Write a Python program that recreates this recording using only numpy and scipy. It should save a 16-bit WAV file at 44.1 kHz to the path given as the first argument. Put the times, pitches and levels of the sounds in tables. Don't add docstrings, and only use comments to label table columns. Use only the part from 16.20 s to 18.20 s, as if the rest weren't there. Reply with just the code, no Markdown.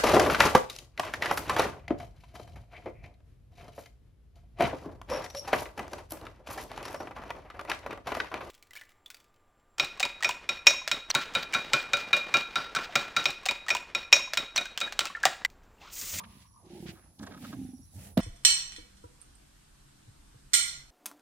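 import sys
import numpy as np
from scipy import signal
from scipy.fft import rfft, irfft, next_fast_len
from scipy.io import wavfile
from scipy.ndimage import map_coordinates

SR = 44100
rng = np.random.default_rng(int(sys.argv[2]) if len(sys.argv) > 2 else 0)


def boost_factor(decibels):
    exponent = np.asarray(decibels, float) / 20
    return 10 ** exponent


def waveform_to_disk(signal):
    frames = np.transpose(np.atleast_2d(signal))
    scaled = np.clip(frames, -1, 1) * 32767
    samples = np.round(scaled).astype(np.int16)
    wavfile.write(sys.argv[1], SR, samples)


N = 88420


def unit(x):
    return x / np.sqrt(np.mean(x ** 2) + 1e-20)


def along(points, hz):
    f, v = np.transpose(points)
    return np.interp(np.log(hz + 1), np.log(f + 1), v)


def curve(points):
    s, v = np.transpose(points)
    return np.interp(np.arange(N) / SR, s, v)


def wobble(rate):
    return map_coordinates(rng.standard_normal(400), [np.arange(N) * rate / SR], mode="wrap")


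def filtered(x, response):
    m = next_fast_len(N + SR // 2)
    return irfft(rfft(x, m) * response(np.fft.rfftfreq(m, 1 / SR)), m)[..., :N]


def rush(gain):
    # frequency in Hz, left-right likeness (correlation).
    likeness = [(60, 0.89), (180, 0.78), (550, -0.23), (1650, 0.4), (4970, -0.25), (15000, -0.23)]

    def mid_side(hz):
        turn = np.arccos(np.clip(along(likeness, hz), -1, 1)) / 2
        return gain(hz) * [np.cos(turn), np.sin(turn)]

    mid, side = filtered(rng.standard_normal((2, N)), mid_side)
    return unit(np.array([mid + side, mid - side]))


def shaped(points):
    return lambda hz: boost_factor(along(points, hz)) * (hz > points[0][0]) * (hz < points[-1][0])


def hump(start_s, length_s, sharp):
    return np.sin(np.pi * np.clip((np.arange(N) / SR - start_s) / length_s, 0, 1)) ** sharp


def tone(hz):
    return np.sin(2 * np.pi * np.cumsum(hz) / SR)


def rings(modes, attack_s):
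    t = np.arange(SR // 4) / SR
    swell = 1 - np.exp(-t / attack_s)
    return np.array([boost_factor(db - 60 * t / t60_s) * np.sin(2 * np.pi * hz * t) * swell for hz, db, t60_s in modes])


def add(track, s, x):
    part = track[round(s * SR):][:len(x)]
    part += x[:len(part)]


def open_air():
    # frequency in Hz, density in dB per Hz.
    air_spectrum = [(88, -32), (150, 3), (454, -18.5), (844, -17.5), (2870, -26.5), (5660, -18),
                    (9010, -26), (10500, -26), (15500, -30)]
    return boost_factor(-67.5 + wobble(4.8)) * rush(shaped(air_spectrum))


def rumble():
    # frequency in Hz, density in dB per Hz.
    rumble_spectrum = [(15, -60), (25, -43), (40, -10), (59, 0), (76, -1.5), (92, 1), (250, -35),
                       (320, -26), (550, -120)]
    # time in seconds, level in dB.
    gust_levels = [(0, -59), (.15, -58), (.3, -60.5), (.5, -62), (.7, -54.5), (.95, -63.5), (.985, -62),
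                   (1.01, -47), (1.15, -57), (1.3, -56.5), (1.42, -47.5), (1.55, -55), (1.6, -55),
                   (1.64, -53), (1.72, -55.5), (1.78, -48), (1.87, -56), (1.96, -48)]
    return boost_factor(curve(gust_levels) + 2.5 * wobble(14.06)) * rush(shaped(rumble_spectrum))


def chorus():
    # frequency in Hz, density in dB per Hz.
    chorus_spectrum = [(9300, -18), (9700, -7.5), (10200, -3), (10700, -7.5), (11500, -13.5)]
    # time in seconds, level in dB.
    chorus_levels = [(0, -68.5), (.45, -72), (.9, -70), (1.3, -69), (1.45, -65), (2, -64.5)]
    level_db = curve(chorus_levels) + 0.8 * wobble(5.5) + 0.94 * wobble(100)
    return boost_factor(level_db) * rush(shaped(chorus_spectrum)) * boost_factor([[-3], [3]])


def far_echo():
    # time in seconds, level in dB.
    echo_levels = [
        (0, -46),
        (.06, -62),
        (.33, -75),
        (.365, -60.5),
        (.42, -73),
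        (.5, -71),
    ]
    # frequency in Hz, density in dB per Hz.
    echo_spectrum = [(800, -15), (930, 4.5), (1200, 2), (1350, -25.5)]
    level_db = curve(echo_levels) + 0.5 + 2.24 * wobble(63.3)
    return boost_factor(level_db) * (np.arange(N) < 0.5 * SR) * rush(shaped(echo_spectrum))


def bird():
    # start in seconds, length in seconds, first and last frequency in Hz, level in dB.
    whistles = [
        (1.36, .085, 3780, 3720, -77),
        (1.445, .08, 3700, 3480, -77),
        (1.642, .085, 4150, 3850, -76),
        (1.722, .05, 3800, 3380, -77),
    ]
    t, out = np.arange(N) / SR, 0
    for s, length_s, from_hz, to_hz, db in whistles:
        hz = np.interp(t, [s, s + length_s], [from_hz, to_hz]) + 30 * wobble(160)
        out = out + boost_factor(db + 1.5 * wobble(80)) * hump(s, length_s, 0.17) * tone(hz)
    return out * boost_factor([[1], [-1]])


def insect(calls, hz, strokes_hz, width_hz):
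    t, out = np.arange(N) / SR, 0
    for s, length_s, db in calls:
        strokes = np.sin(np.pi * strokes_hz * (t - s)) ** 2
        out = out + boost_factor(db + 2) * hump(s, length_s, 0.25) * strokes
    note = tone(hz + width_hz * wobble(170))
    return out * boost_factor([[-4], [3]]) * note * boost_factor(1.5 * wobble(60))


def insects():
    # start in seconds, length in seconds, level in dB.
    trill_calls = [
        (.16, .07, -69),
        (.3, .14, -66),
        (.525, .14, -65),
        (.785, .135, -65),
    ]
    chirp_calls = [(.262, .04, -68), (.325, .042, -66), (1.355, .012, -66), (1.44, .012, -63),
                   (1.483, .042, -65), (1.545, .042, -63), (1.617, .042, -63), (1.68, .012, -68)]
    buzz_calls = [
        (.36, .16, -76),
        (1.33, .12, -70),
        (1.45, .3, -77),
    ]
    return (insect(trill_calls, 10700, strokes_hz=108.6, width_hz=110)
            + insect(chirp_calls, 5700, strokes_hz=94, width_hz=50)
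            + insect(buzz_calls, 6050, strokes_hz=72, width_hz=290))


def yard(x):
    t60_s, delay_samples = 0.31, 200
    t = np.arange(SR // 4) / SR
    tail = rng.standard_normal((2, len(t))) * boost_factor(-60 * t / t60_s)
    late = np.pad(x, (delay_samples, 0))[None]
    return signal.fftconvolve(late, tail / np.linalg.norm(tail[0]), axes=1)[:, :N]


def swishes():
    # start in seconds, length in seconds, level in dB, centre in Hz.
    slides = [(-.1, 0.13, -51, 2200), (.03, .03, -54, 2000), (.7, .07, -64, 2000), (1.03, .014, -58, 5800),
              (.0, 0.31, -64, 2700), (0.194, 0.058, -61.5, 3800), (0.429, 0.31, -61, 3000),
              (0.605, 0.041, -61.5, 8700), (0.654, 0.073, -47.5, 2400), (0.709, 0.048, -63, 11700),
              (0.718, 0.21, -68.5, 1200), (0.986, 0.019, -57.5, 4400), (0.99, 0.24, -64, 2440),
              (1.009, 0.044, -57.5, 6000), (1.064, 0.0083, -53.5, 6400), (1.14, 0.24, -56.5, 11200),
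              (1.164, 0.21, -55.5, 2700), (1.266, 0.3, -66, 2370), (1.28, 0.26, -65, 8400),
              (1.704, 0.13, -59, 8300), (1.769, 0.16, -54, 9200), (1.735, 0.21, -60.5, 2040),
              (0.484, 0.36, -62.5, 13500), (0.916, 0.28, -67, 13500), (1.86, 0.11, -66, 12000),
              (.0, 0.32, -69, 13500), (0.448, 0.023, -69, 4200), (1.343, 0.55, -69.5, 7900),
              (1.748, 0.23, -63, 343), (1.015, 0.18, -55.5, 380), (-.05, 0.098, -60.5, 504)]
    out = 0
    for s, length_s, db, centre_hz in slides:
        octaves = 0.94 * min(1, 20 * length_s) ** 0.5
        hiss = rush(lambda f: np.exp(-0.5 * (np.log2((f + 1) / centre_hz) / octaves) ** 2))
        out = out + boost_factor(db + 1.5 * wobble(190)) * hump(s, length_s, 1.2) * hiss
    return out


def groans():
    # start in seconds, length in seconds, first and last frequency in Hz, level in dB.
    flexes = [
        (1.309, 0.165, 150, 82.7, -46.5),
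        (1.739, 0.064, 74.8, 134, -44),
    ]
    t, out = np.arange(N) / SR, 0
    for s, length_s, from_hz, to_hz, db in flexes:
        hz = np.exp(np.interp(t, [s, s + length_s], np.log([from_hz, to_hz])))
        out = out + boost_factor(db + 3.4 * wobble(45.4)) * hump(s, length_s, 0.46) * tone(hz)
    return out


def creaks():
    # start in seconds, peak in dB, length in seconds.
    slip_runs = [(0.662, -55, 0.011), (0.997, -56.5, 0.0067), (1.073, -48, 0.0061), (.038, -49.5, 0.011),
                 (.004, -60, 0.014), (0.749, -60.5, 0.059), (1, -57.5, 0.028), (1.0273, -45, 0.023),
                 (1.065, -46, 0.021), (1.1088, -52, 0.022), (1.121, -54.5, 0.014), (1.1323, -49.5, 0.025),
                 (1.164, -51, 0.022), (1.221, -56, 0.013), (1.2384, -47.5, 0.024), (1.324, -47, 0.021)]
    # centre in Hz, width in Hz, level in dB.
    rubber_modes = [(610, 210, -4.5), (1065, 86, -0.5), (1270, 90, 3), (1654, 168, 0), (2210, 320, -11),
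                    (3620, 860, -12), (6000, 1340, -17.5)]
    slips = rng.standard_normal(N) * (rng.random(N) < 0.05)
    drive = sum(boost_factor(db) * hump(s - 0.003, length_s, 0.52) for s, db, length_s in slip_runs) * slips

    def rubber(f):
        total = 0
        for k, (centre_hz, width_hz, db) in enumerate(rubber_modes):
            damping = 1j * f * width_hz
            total = total + (-1) ** k * boost_factor(db) * damping / (centre_hz ** 2 - f * f + damping)
        return total

    return boost_factor(25) * filtered(drive, rubber)


def rubbing():
    # start in seconds, length in seconds, balloon note in Hz, skin level in dB, squeak band level in dB.
    rubs = [
        (-.05, 0.3, 203, -59.5, -72),
        (0.367, 0.21, 322, -79, -72),
        (0.423, 0.4, 353, -57, -64),
        (0.79, 0.2, 320, -69.5, -74),
        (0.977, 0.23, 221, -51.5, -59),
        (1.15, 0.27, 242.5, -47, -62),
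        (1.285, 0.36, 243, -53.5, -74),
        (1.719, .23, 203, -55.5, -65.5),
    ]
    squeak_band = shaped([(380, -11.5), (500, -3.0), (800, -2.5), (950, -6.5)])
    out = 0
    for s, length_s, note_hz, skin_db, squeak_db in rubs:

        def skin_gain(f):
            resonance = 1 / (1 + ((f - note_hz) / 35) ** 2)
            return (f / (f + 120)) ** 2 * (0.5 * (f < note_hz) + resonance)

        skin = unit(filtered(rng.standard_normal(N), skin_gain))
        squeak = unit(filtered(rng.standard_normal(N), squeak_band))
        lumps_db = 3 * wobble(40.11)
        friction = boost_factor(skin_db + lumps_db) * skin + boost_factor(squeak_db + lumps_db) * squeak
        out = out + hump(s, length_s, 0.6) * friction
    return out


def pats():
    # time in seconds, peak in dB, ring over thud in dB.
    pats_a = [(0.113, -57, 0), (0.154, -46, -25), (0.169, -45, -19), (0.463, -51, 7.5), (0.501, -45.5, 8.5),
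              (0.53, -40, -1), (0.534, -41, -18), (0.549, -43, 8.5), (0.576, -44.5, 9.5), (0.602, -36, -21),
              (0.626, -35, 4), (0.656, -33.5, -1.5), (0.689, -32.5, -3), (0.734, -42.5, 1)]
    pats_b = [(0.996, -35, -1.5), (1.024, -28, -4), (1.111, -38, -0.5), (1.261, -37, 0.5),
              (1.332, -34.5, 4.5), (1.344, -49, -9), (1.369, -34.5, 2.5), (1.388, -35, 7),
              (1.414, -29, 1.5), (1.448, -32, 3.5), (1.488, -36.5, 5.5), (1.533, -40.5, 9),
              (1.755, -40.5, -6.5), (1.78, -42, -4), (1.05, -39, -9), (1.165, -38, 0.5), (1.205, -41, 3.5),
              (1.59, -47, 5)]
    # frequency in Hz, level in dB, t60 in seconds.
    modes_a = [(182.5, 6.5, 0.032), (340.8, -6.5, 0.14), (757, -17.5, 0.045)]
    modes_b = [(205, 1, 0.061), (259, 1.5, 0.076), (798, -24, 0.069)]
    # time in seconds, pitch factor.
    grip_a = [(.45, 1.02), (.58, 1.034), (.63, 1.003), (.75, 0.96)]
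    grip_b = [(1., 1.05), (1.35, 1.037), (1.42, 0.99), (1.452, 0.95), (1.54, .99), (1.8, 1.05)]
    out = np.zeros(N)
    for hits, modes, grip, swell_s in ((pats_a, modes_a, grip_a, 0.0015), (pats_b, modes_b, grip_b, 0.005)):
        for s, db, ring_db in hits:
            squeeze = np.interp(s, *np.transpose(grip)) + 0.007 * rng.standard_normal()
            thud, *ring = rings(np.multiply(modes, [squeeze, 1, 1]), swell_s)
            add(out, s, boost_factor(db) * (thud + boost_factor(ring_db) * sum(ring)))
    return out


def released_air(hold_s):
    from_hz, to_hz, sag_s, rise_s = 265, 100, 0.0115, 0.0013
    t = np.arange(SR // 4) / SR
    hz = to_hz + (from_hz - to_hz) * np.exp(-(t / sag_s) ** 2)
    return np.exp(-(t / hold_s) ** 4) * (1 - np.exp(-t / rise_s)) * tone(hz)


def burst_boom():
    # time in seconds, skin level in dB, air level in dB, air hold in seconds.
    blows = [
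        (1.9714, -18, -57, .016),
        (1.973, -40, -13.5, .0152),
        (1.9893, -26, -19, .0095),
        (1.9985, -36, -32, .01),
    ]
    # frequency in Hz, level in dB, t60 in seconds.
    skin_modes = [(521, -11.5, 0.16), (644, 5, 0.032), (916, -11, 0.046), (1200, -15.5, 0.045),
                  (1330, -21, 0.11)]
    push_mode = [(105, -12, 0.34)]
    out = np.zeros(N)
    skin, push = rings(skin_modes, 0.0028).sum(0), rings(push_mode, 0.0049)[0]
    for s, skin_db, air_db, hold_s in blows:
        add(out, s, boost_factor(skin_db) * skin - boost_factor(air_db) * (released_air(hold_s) + push))
    return out


def burst_crack():
    # frequency in Hz, density in dB per Hz.
    crack_spectrum = [(470, -38), (800, -14), (1660, -15.5), (3540, -17), (3860, -14), (6750, -26),
                      (12700, -20), (15500, -20)]
    # time in seconds, level in dB.
    shreds = [
        (1.971, -55),
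        (1.9733, -34.5),
        (1.9764, -28),
        (1.979, -33.5),
    ]
    snap_t60_s, echo_s, echo_db, echo_t60_s = 0.0085, 1.972, -37, 0.26
    t = np.arange(N) / SR
    snaps = 0
    for s, db in shreds:
        t60_s = np.where(t < s, snap_t60_s / 4, snap_t60_s)
        snaps = snaps + boost_factor(db - 60 * abs(t - s) / t60_s)
    crack = shaped(crack_spectrum)
    late_s = np.maximum(t - echo_s, 0)
    echo = (1 - np.exp(-late_s / 0.0024)) * boost_factor(echo_db - 60 * late_s / echo_t60_s)
    return snaps * rush(crack) + echo * rush(lambda f: crack(f) / (1 + f / 5000))


def scene():
    left_lag_samples, near_pan_db, yard_wet_db = 4, -1.35, -15
    near = pats() + rubbing() + creaks() + burst_boom() + groans()
    pair = np.array([np.pad(near, (left_lag_samples, 0))[:N], near])
    close = (pair + swishes() + burst_crack()) * boost_factor([[near_pan_db], [-near_pan_db]])
    far = insects() + bird() + open_air() + rumble() + chorus() + far_echo()
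    return close + boost_factor(yard_wet_db) * yard(near) + far


def band_limit(x):
    return signal.sosfilt(signal.butter(12, 15670, fs=SR, output="sos"), x)


def record(dry):
    low_hz = 40
    mix = filtered(dry, lambda f: (1j * f / (low_hz + 1j * f)) ** 2)
    return band_limit(mix)


dry = scene()
out = record(dry)
waveform_to_disk(out)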